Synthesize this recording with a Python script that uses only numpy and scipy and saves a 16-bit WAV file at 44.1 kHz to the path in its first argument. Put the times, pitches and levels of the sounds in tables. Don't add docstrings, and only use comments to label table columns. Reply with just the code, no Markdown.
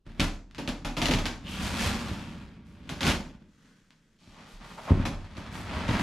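import sys
import numpy as np
from scipy import signal
from scipy.fft import rfft, irfft, next_fast_len
from scipy.io import wavfile
from scipy.ndimage import uniform_filter1d, map_coordinates

SR = 44100
rng = np.random.default_rng(int(sys.argv[2]) if len(sys.argv) > 2 else 0)


def materialize(psi):
    bounded = np.clip(np.atleast_2d(psi).T, -1, 1)
    quanta = np.round(bounded * 32767).astype(np.int16)
    wavfile.write(sys.argv[1], SR, quanta)


N = 265790

# (time [s], level [dB], angle [0 flat to 1 edge first], chatter t60 [s])
SLAPS = [(0.1972, -13.5, 0.73, 0.25), (0.2042, -15.5, 1, 0.031), (0.5821, -19.5, 0, .21),
         (0.6758, -16.5, 0.23, 0.16), (0.6891, -20, 0.62, 0.11), (0.848, -17, .3, 0.23),
         (0.9678, -14.5, 0.31, 0.16), (0.982, -20, 0.34, 0.34), (1.0175, -11, 0.62, .2),
         (1.057, -13, 0.95, .13), (1.0842, -9, 0.12, 0.073), (1.1113, -11, 0.51, 0.18),
         (1.1373, -16.5, 0.91, .12), (1.187, -17, 0.36, 0.12), (1.2559, -14.5, 0.79, .14),
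         (2.8924, -23, 0.72, 0.25), (3.0076, -18, 0.81, 0.42), (3.0315, -15, 0.69, 0.11),
         (3.0499, -12.5, 0.4, 0.09), (3.0677, -11.5, 0.7, 0.17), (3.0821, -16.5, 0.82, 0.13),
         (3.0922, -15.5, 0.57, 0.11), (3.108, -16.5, 0.63, 0.15), (5.0528, -14, 0.14, 0.17),
         (5.3688, -31, 0.42, 0.21), (5.8802, -22, 0.24, 1)]
# (time [s], level [dB], room send [dB])
TICKS = [(0.0656, -47, 2), (0.5117, -36.5, -1), (0.548, -28, 4), (2.8404, -47.5, 4.5), (3.9065, -37, -0.5)]
# (time [s], thud level [dB], joist sway level [dB])
BUMPS = [(0.066, -33, -46), (0.196, -12.5, -44), (0.215, -14, -31.5), (0.68, -24.5, -41), (0.848, -26, -37),
         (0.986, -21, -39), (1.025, -18, -38), (1.138, -15, -31), (1.86, -21, -47), (2.114, -17, -63),
         (3.08, -18, -54), (3.137, -23, -45), (4.276, -36.5, -62), (4.53, -49.5, -48), (4.907, -6, -35),
         (4.918, -3, -35), (4.974, -12.5, -40), (4.999, -11.5, -48), (5.12, -27, -39), (5.382, -28, -59),
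         (5.891, -7.5, -47)]
# (time [s], length [s], level [dB])
SWISHES = [(1.47, 0.14, -50), (1.605, .09, -47), (1.777, .05, -43.5), (2.637, 0.12, -73.5),
           (4.21, 0.095, -76), (4.46, 0.05, -62.5), (4.62, 0.36, -62.5), (4.81, 0.033, -63.5),
           (5.51, 0.099, -53.5), (5.717, .07, -61), (5.974, .08, -48.5)]
# (time [s], level [dB], length [s], centre [Hz])
SCUFFS = [(4.331, -57, 0.11, 1000), (4.761, -41.5, 0.053, 815), (4.859, -34, 0.074, 744)]
# (time [s], level [dB])
SLIDES = [
    [(0.06, -57), (0.17, -59.5), (0.24, -36), (0.46, -74), (0.63, -54.5), (0.93, -64), (1.1, -41),
     (1.27, -43.5), (1.45, -65)],
    [(2.87, -56.5), (2.94, -46), (3.0, -49), (3.09, -29), (3.25, -53.5), (3.33, -59), (3.55, -82)],
]
# (time [s], level [dB])
DRAG = [(1.4, -60), (1.444, -53), (1.46, -49.5), (1.662, -35.5), (1.724, -38.5), (1.812, -32), (1.898, -34),
        (1.992, -39.5), (2.384, -52), (2.616, -66), (2.88, -58)]
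# (time [s], level [dB])
RUSTLE = [(3.4, -85), (3.514, -70.5), (3.668, -62.5), (3.88, -71.5), (4.18, -73.5)]
# (time [s], level [dB])
LIGHT_RUB = [(4.18, -82), (4.212, -62.5), (4.44, -46), (4.6, -56.5), (4.61, -42), (4.76, -48.5),
             (4.84, -43), (4.895, -36), (4.97, -40), (5.04, -32)]
# (time [s], level [dB])
HEAVY_RUB = [(5.13, -42.5), (5.158, -55), (5.342, -56), (5.376, -45.5), (5.496, -48.5), (5.598, -43),
             (5.664, -44.5), (5.752, -37), (5.876, -38.5), (5.892, -33), (6.027, -34)]

# (frequency [Hz], gain [dB])
CHATTER_EQ = [(150, -40.5), (250, 0.5), (425, -14), (774, -13), (858, -13), (935, -12.5), (1070, -14),
              (1760, -16.5), (2530, -17), (4440, -21), (7430, -27.5), (8670, -36.5), (10300, -30),
              (13500, -42), (15000, -57.5)]
# (frequency [Hz], gain [dB])
SCRAPE_EQ = [(240, -29.5), (400, -3.5), (510, -8), (584, 1), (660, -4), (921, -1.5), (979, -1.5),
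             (1690, -2.5), (1910, -4.5), (2540, -5.5), (4600, -9), (11600, -23), (13700, -28.5),
             (15000, -47.5)]
# (frequency [Hz], gain [dB])
RUB_EQ = [(240, -22.5), (400, -3.5), (510, -4.5), (602, -0.5), (712, -1.5), (1060, -0.5), (1250, -2),
          (1940, -5), (4200, -17), (5860, -26.5), (10600, -40.5), (13700, -51.5), (15000, -56)]
# (frequency [Hz], gain [dB])
RUSTLE_EQ = [(260, -31), (450, -1.5), (720, -12), (1660, -1.5), (2330, -10), (3410, -8.5), (3720, -10),
             (6790, -9.5), (15000, -29)]
# (frequency [Hz], gain [dB])
BOOM_EQ = [(26, -35.5), (45, 3.5), (60, -18), (96, -10), (118, -10), (147, 7), (173, 2.5), (210, -5),
           (241, 6), (420, -18.5), (600, -5), (780, -59), (1320, -120)]
# (frequency [Hz], gain [dB])
RUMBLE_EQ = [(29, -37), (50, -8), (76, 11), (124, -1.5), (206, -2), (243, -5.5), (426, -21.5), (453, -21),
             (513, -30), (600, -22), (780, -63.5), (1320, -120)]
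# (frequency [Hz], gain [dB])
THUD_EQ = [(18, -34), (30, -11.5), (59, -10.5), (91, -2.5), (138, -10.5), (200, -7.5), (227, -10.5),
           (286, -11.5), (323, -17.5), (377, -19), (490, -32), (581, -22), (668, -41.5), (1200, -37),
           (1560, -45), (2640, -120)]
# (frequency [Hz], gain [dB])
AIR_EQ = [(47, -34), (80, -16.5), (151, -15), (1870, -46), (2090, -54.5), (2660, -42.5), (9060, -55),
          (15000, -60)]
# (frequency [Hz], width [Hz], gain [dB])
MESH_MODES = [(860, 74, -9), (2020, 60, -9), (2500, 180, -2.5), (3360, 85, 0.5), (4340, 12, -14.5)]
# (frequency [Hz], width [Hz], gain [dB])
PLANK_MODES = [(63.6, 22, -3), (94.7, 22, -4), (116, 16, -12)]
# (frequency [Hz], t60 [s])
CABIN_DECAY = [(60, 1), (220, 0.44), (600, 0.49), (3000, 0.29), (7000, 0.41), (13000, 0.22)]
# (frequency [Hz], left-right correlation [0 to 1])
CORRELATION = [(60, 0.93), (250, 1), (500, 0.94), (1000, 0.85), (4000, 0.7), (8000, 0.65), (12000, 0.48)]
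# (frequency [Hz], left minus right [dB])
BALANCE = [(500, -0.26), (2000, 0.4), (4000, 0.5), (8000, 1.5), (12000, 3)]

FIRM_DB = -41
JOIST_HZ, JOIST_WANDER_RAD = 35.6, 0.71
TOP_HZ = 14700


def slaps(snap_db=5.5, crush_db=-7, chatter_db=-14, boom_db=-12, crush_t60=0.011, boom_t60=0.41,
          rebound_s=0.0089, rebound_db=-4, snap_room_db=2, chatter_room_db=-3):
    out, t = np.zeros((2, N)), np.arange(SR * 3 // 4) / SR
    wood = body(lambda hz: eq(BOOM_EQ, hz))
    ping = body(lambda hz: bandpass(hz, centre_hz=3000, width_hz=3300) ** 2 * eq(CHATTER_EQ, hz) ** 0.5)
    for s, db, angle, t60 in SLAPS:
        weight_db = db + np.interp(angle, [0, 1], [-3, -14])
        crack_db = db + np.interp(angle, [0, 1], [-12, 4])
        tilt = np.interp(angle, [0, 1], [-1.24, 0.86])
        settle = amp(db + chatter_db) * decay(t, t60) * attack(t, 0.00097)
        colour = body(lambda hz: mesh_colour(CHATTER_EQ, hz) * amp(tilt * np.log2((hz + 200) / 3000)))
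        chatter = through(spread(settle * noise(len(t))), colour)
        shake = noise(len(t)) * decay(t, boom_t60) * attack(t, 0.00099)
        boom = amp(weight_db + boom_db) * through(spread(shake), wood)
        landings = decay(t, crush_t60) * contacts(len(t), per_s=4000, scatter_db=4.5)
        crush = amp(crack_db + crush_db) * through(spread(landings), ping)
        snap = amp(crack_db + snap_db) * np.array([ping, ping])
        add(out, s, chatter + boom + crush)
        add(out, s, snap)
        add(out, s, amp(snap_room_db) * cabin(snap))
        add(out, s + rebound_s * rng.uniform(0.7, 1.3), amp(rebound_db) * snap)
        add(out, s, amp(chatter_room_db) * cabin(chatter))
    return out


def friction(stroke, spectrum, judder_db, wire_db, hiss_db, hiss_slope, rumble_db, rumble_slope,
             deep_db, room_db, slips_per_s=6000, snag_db=-13, sway_db=-16):
    gate, level = automation(stroke)
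    judder = amp(judder_db * unit(wobble(28.13) + wobble(90)))
    hiss_gain = amp(FIRM_DB + hiss_slope * (level - FIRM_DB) + hiss_db)
    rumble_gain = amp(FIRM_DB + rumble_slope * (level - FIRM_DB) + rumble_db)
    snags = contacts(N, per_s=110, scatter_db=4)
    slips = contacts(N, slips_per_s, scatter_db=-1.5) + amp(snag_db) * snags
    grains = through(spread(slips), body(lambda hz: mesh_colour(spectrum, hz)))
    dull = filtered(grains, lambda hz: lowpass(hz, 4500, order=4))
    wires = gate * judder * (amp(level + wire_db) * unit(dull) + hiss_gain * unit(grains - dull))
    planks = judder * coloured_noise(lambda hz: eq(RUMBLE_EQ, hz) * (1 - lowpass(hz, 130, order=6)))
    deep = coloured_noise(lambda hz: resonances(PLANK_MODES, hz) * lowpass(hz, 150, order=6))
    floor = planks + amp(deep_db) * deep + amp(sway_db) * sway()
    return wires + amp(room_db) * cabin(wires) + gate * rumble_gain * floor


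def rasp(level_db=-45, start_s=1.435, rise_s=0.049, hold_s=0.202, fall_s=0.035):
    band = body(lambda hz: bandpass(hz, centre_hz=2950, width_hz=1100) ** 2)
    slips = contacts(N, per_s=3000, scatter_db=3)
    stroke = amp(level_db) * trapezoid(start_s, rise_s, hold_s, fall_s)
    return stroke * unit(through(spread(slips), band))


def swishes(rise_s=0.03, tail_s=0.061, room_db=-6):
    strokes = sum(amp(db) * trapezoid(s, rise_s, length / 2, length / 2 + tail_s)
                  for s, length, db in SWISHES)
    thin = body(lambda hz: mesh_colour(SCRAPE_EQ, hz) * (1 - lowpass(hz, 4500, order=2)))
    slips = contacts(N, per_s=3000, scatter_db=-0.5)
    out = strokes * unit(through(spread(slips), thin))
    return out + amp(room_db) * cabin(out)


def ticks(gain_db=4):
    out = np.zeros((2, N))
    wire = body(lambda hz: eq(SCRAPE_EQ, hz) * bandpass(hz, centre_hz=3000, width_hz=4000))
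    for s, db, room_db in TICKS:
        tick = amp(db + gain_db) * np.array([wire, wire])
        add(out, s, tick)
        add(out, s, amp(room_db) * cabin(tick))
    return out


def bumps(push_db=-5, shudder_db=-19, shudder_t60=0.26, room_db=-12):
    out, t = np.zeros((2, N)), np.arange(SR * 3 // 4) / SR
    wood = body(lambda hz: eq(THUD_EQ, hz))
    for s, db, _ in BUMPS:
        shudder = spread(noise(len(t))) * decay(t, shudder_t60)
        add(out, s, -amp(db + push_db) * wood / np.abs(wood).max())
        add(out, s, amp(db + shudder_db) * through(shudder, wood))
    return out + amp(room_db) * cabin(out)


def joists(gain_db=1, rise_s=0.0072, hold_s=0.047, t60=0.56):
    power = np.zeros(N)
    for s, _, db in BUMPS:
        age = np.maximum(np.arange(N) / SR - s, 0)
        release = decay(np.maximum(age - hold_s, 0), t60)
        power += (amp(db) * attack(age, rise_s) * release) ** 2
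    return amp(gain_db) * np.sqrt(power) * sway()


def sway():
    return unit(np.sin(2 * np.pi * JOIST_HZ * np.arange(N) / SR + JOIST_WANDER_RAD * wobble(12)))


def scuffs(width_hz=500, room_db=-5):
    out = np.zeros((2, N))
    for s, db, length, centre_hz in SCUFFS:
        stroke = np.hanning(int(length * SR))
        hollow = body(lambda hz: bandpass(hz, centre_hz, width_hz) * lowpass(hz, 3000, order=2))
        grain = unit(through(spread(noise(SR // 2)), hollow))
        add(out, s, amp(db) * stroke * grain[:, :len(stroke)])
    return out + amp(room_db) * cabin(out)


def cabin(x):
    hz, t, bands = signal.stft(noise(SR * 3 // 4), SR, nperseg=256)
    tail = signal.istft(bands * decay(t, along(CABIN_DECAY, hz)[:, None]), SR, nperseg=256)[1]
    tail = spread(tail * attack(np.arange(tail.shape[1]) / SR, 0.0023))
    return signal.fftconvolve(x.mean(0)[None], tail / np.linalg.norm(tail[0]), axes=1)[:, :N]


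def room_tone(air_db=-75, rumble_db=-72):
    air = coloured_noise(lambda hz: eq(AIR_EQ, hz))
    rumble = unit(filtered(rng.standard_normal(N), lambda hz: hz * lowpass(hz, 38, order=8)))
    return amp(air_db) * air + amp(rumble_db) * rumble


def amp(db):
    return 10 ** (np.asarray(db) / 20)


def unit(x):
    return x / np.sqrt(np.mean(x ** 2) + 1e-20)


def attack(t, rise_s):
    return 1 - np.exp(-t / rise_s)


def decay(t, t60):
    return amp(-60 * t / t60)


def trapezoid(start_s, rise_s, hold_s, fall_s):
    return np.interp(np.arange(N) / SR, np.cumsum([start_s, rise_s, hold_s, fall_s]), [0, 1, 1, 0])


def automation(stroke):
    s, db = np.transpose(stroke)
    t = np.arange(N) / SR
    gate = uniform_filter1d(((t >= s[0]) & (t <= s[-1])) * 1., size=900)
    return gate, np.interp(t, s, db)


def wobble(per_s):
    knots = rng.standard_normal(int(N * per_s / SR) + 4)
    return map_coordinates(knots, [np.arange(N) * per_s / SR])


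def noise(n):
    return rng.standard_normal((2, n))


def coloured_noise(response):
    return unit(filtered(spread(noise(N)), response))


def contacts(n, per_s, scatter_db):
    hit = rng.random(n) < per_s / SR
    sizes = amp(scatter_db * np.clip(rng.standard_normal(n), -2, 2))
    return unit(hit * sizes * noise(n))


def along(points, hz):
    f, values = np.transpose(points)
    return np.interp(np.log(hz + 1), np.log(f + 1), values)


def eq(points, hz):
    return amp(along(points, hz))


def lowpass(hz, corner_hz, order):
    return 1 / (1 + (hz / corner_hz) ** order)


def bandpass(hz, centre_hz, width_hz):
    return resonances([(centre_hz, width_hz, 0)], hz)


def resonances(modes, hz):
    return np.abs(sum((-1) ** k * amp(db) * 1j * hz * width / (centre ** 2 - hz ** 2 + 1j * hz * width)
                      for k, (centre, width, db) in enumerate(modes)))


def mesh_colour(spectrum, hz, ring=0.4):
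    peaks = resonances(MESH_MODES, hz)
    return eq(spectrum, hz) * (1 + ring * peaks / peaks.max())


def filtered(x, response):
    n = x.shape[-1]
    padded = next_fast_len(n + 8192)
    return irfft(rfft(x, padded) * response(np.fft.rfftfreq(padded, 1 / SR)), padded)[..., :n]


def body(response, size=8192):
    gain = np.maximum(response(np.fft.rfftfreq(size, 1 / SR)), 1e-6)
    cepstrum = irfft(np.log(gain))
    cepstrum[1:size // 2] *= 2
    cepstrum[size // 2 + 1:] = 0
    impulse = irfft(np.exp(rfft(cepstrum)))
    return impulse / np.linalg.norm(impulse)


def through(x, impulse):
    return signal.fftconvolve(x, np.atleast_2d(impulse), axes=1)[:, :x.shape[1]]


def spread(pair):
    turn = lambda hz: np.arccos(np.clip(along(CORRELATION, hz), -1, 0.995)) / 2
    mid, side = filtered(pair, lambda hz: np.array([np.cos(turn(hz)), np.sin(turn(hz))]))
    return np.array([mid + side, mid - side])


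def add(track, s, x):
    i = max(round(s * SR), 0)
    track[:, i:i + x.shape[-1]] += x[..., :max(N - i, 0)]


def scene():
    slides = sum(friction(stroke, SCRAPE_EQ, judder_db=2, wire_db=-1.5, hiss_db=-12.5, hiss_slope=1.3,
                          rumble_db=4, rumble_slope=0.73, deep_db=-2.5, room_db=-16, slips_per_s=6300)
                 for stroke in SLIDES)
    drag = friction(DRAG, SCRAPE_EQ, judder_db=0.72, wire_db=-1, hiss_db=-12.5, hiss_slope=1.4,
                    rumble_db=3, rumble_slope=0.6, deep_db=-3, room_db=-7, snag_db=-14)
    rustle = friction(RUSTLE, RUSTLE_EQ, judder_db=0.5, wire_db=-2, hiss_db=-19, hiss_slope=0.69,
                      rumble_db=-1.5, rumble_slope=0.79, deep_db=-19, room_db=-12, slips_per_s=15000)
    light_rub = friction(LIGHT_RUB, RUB_EQ, judder_db=0.8, wire_db=-8, hiss_db=-19.5, hiss_slope=0.33,
                         rumble_db=-9, rumble_slope=0.57, deep_db=-11, room_db=-4.5)
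    heavy_rub = friction(HEAVY_RUB, RUB_EQ, judder_db=-1, wire_db=-0.5, hiss_db=-13, hiss_slope=0.79,
                         rumble_db=1.5, rumble_slope=0.95, deep_db=-1, room_db=-9)
    hits = slaps() + ticks()
    floor = bumps() + joists() + scuffs()
    scrapes = slides + drag + rasp() + swishes() + rustle + light_rub + heavy_rub
    return hits + scrapes + floor + room_tone()


def record(dry):
    return filtered(dry, lambda hz: amp(np.outer([0.5, -0.5], along(BALANCE, hz))) * (hz < TOP_HZ))


dry = scene()
out = record(dry)
materialize(out)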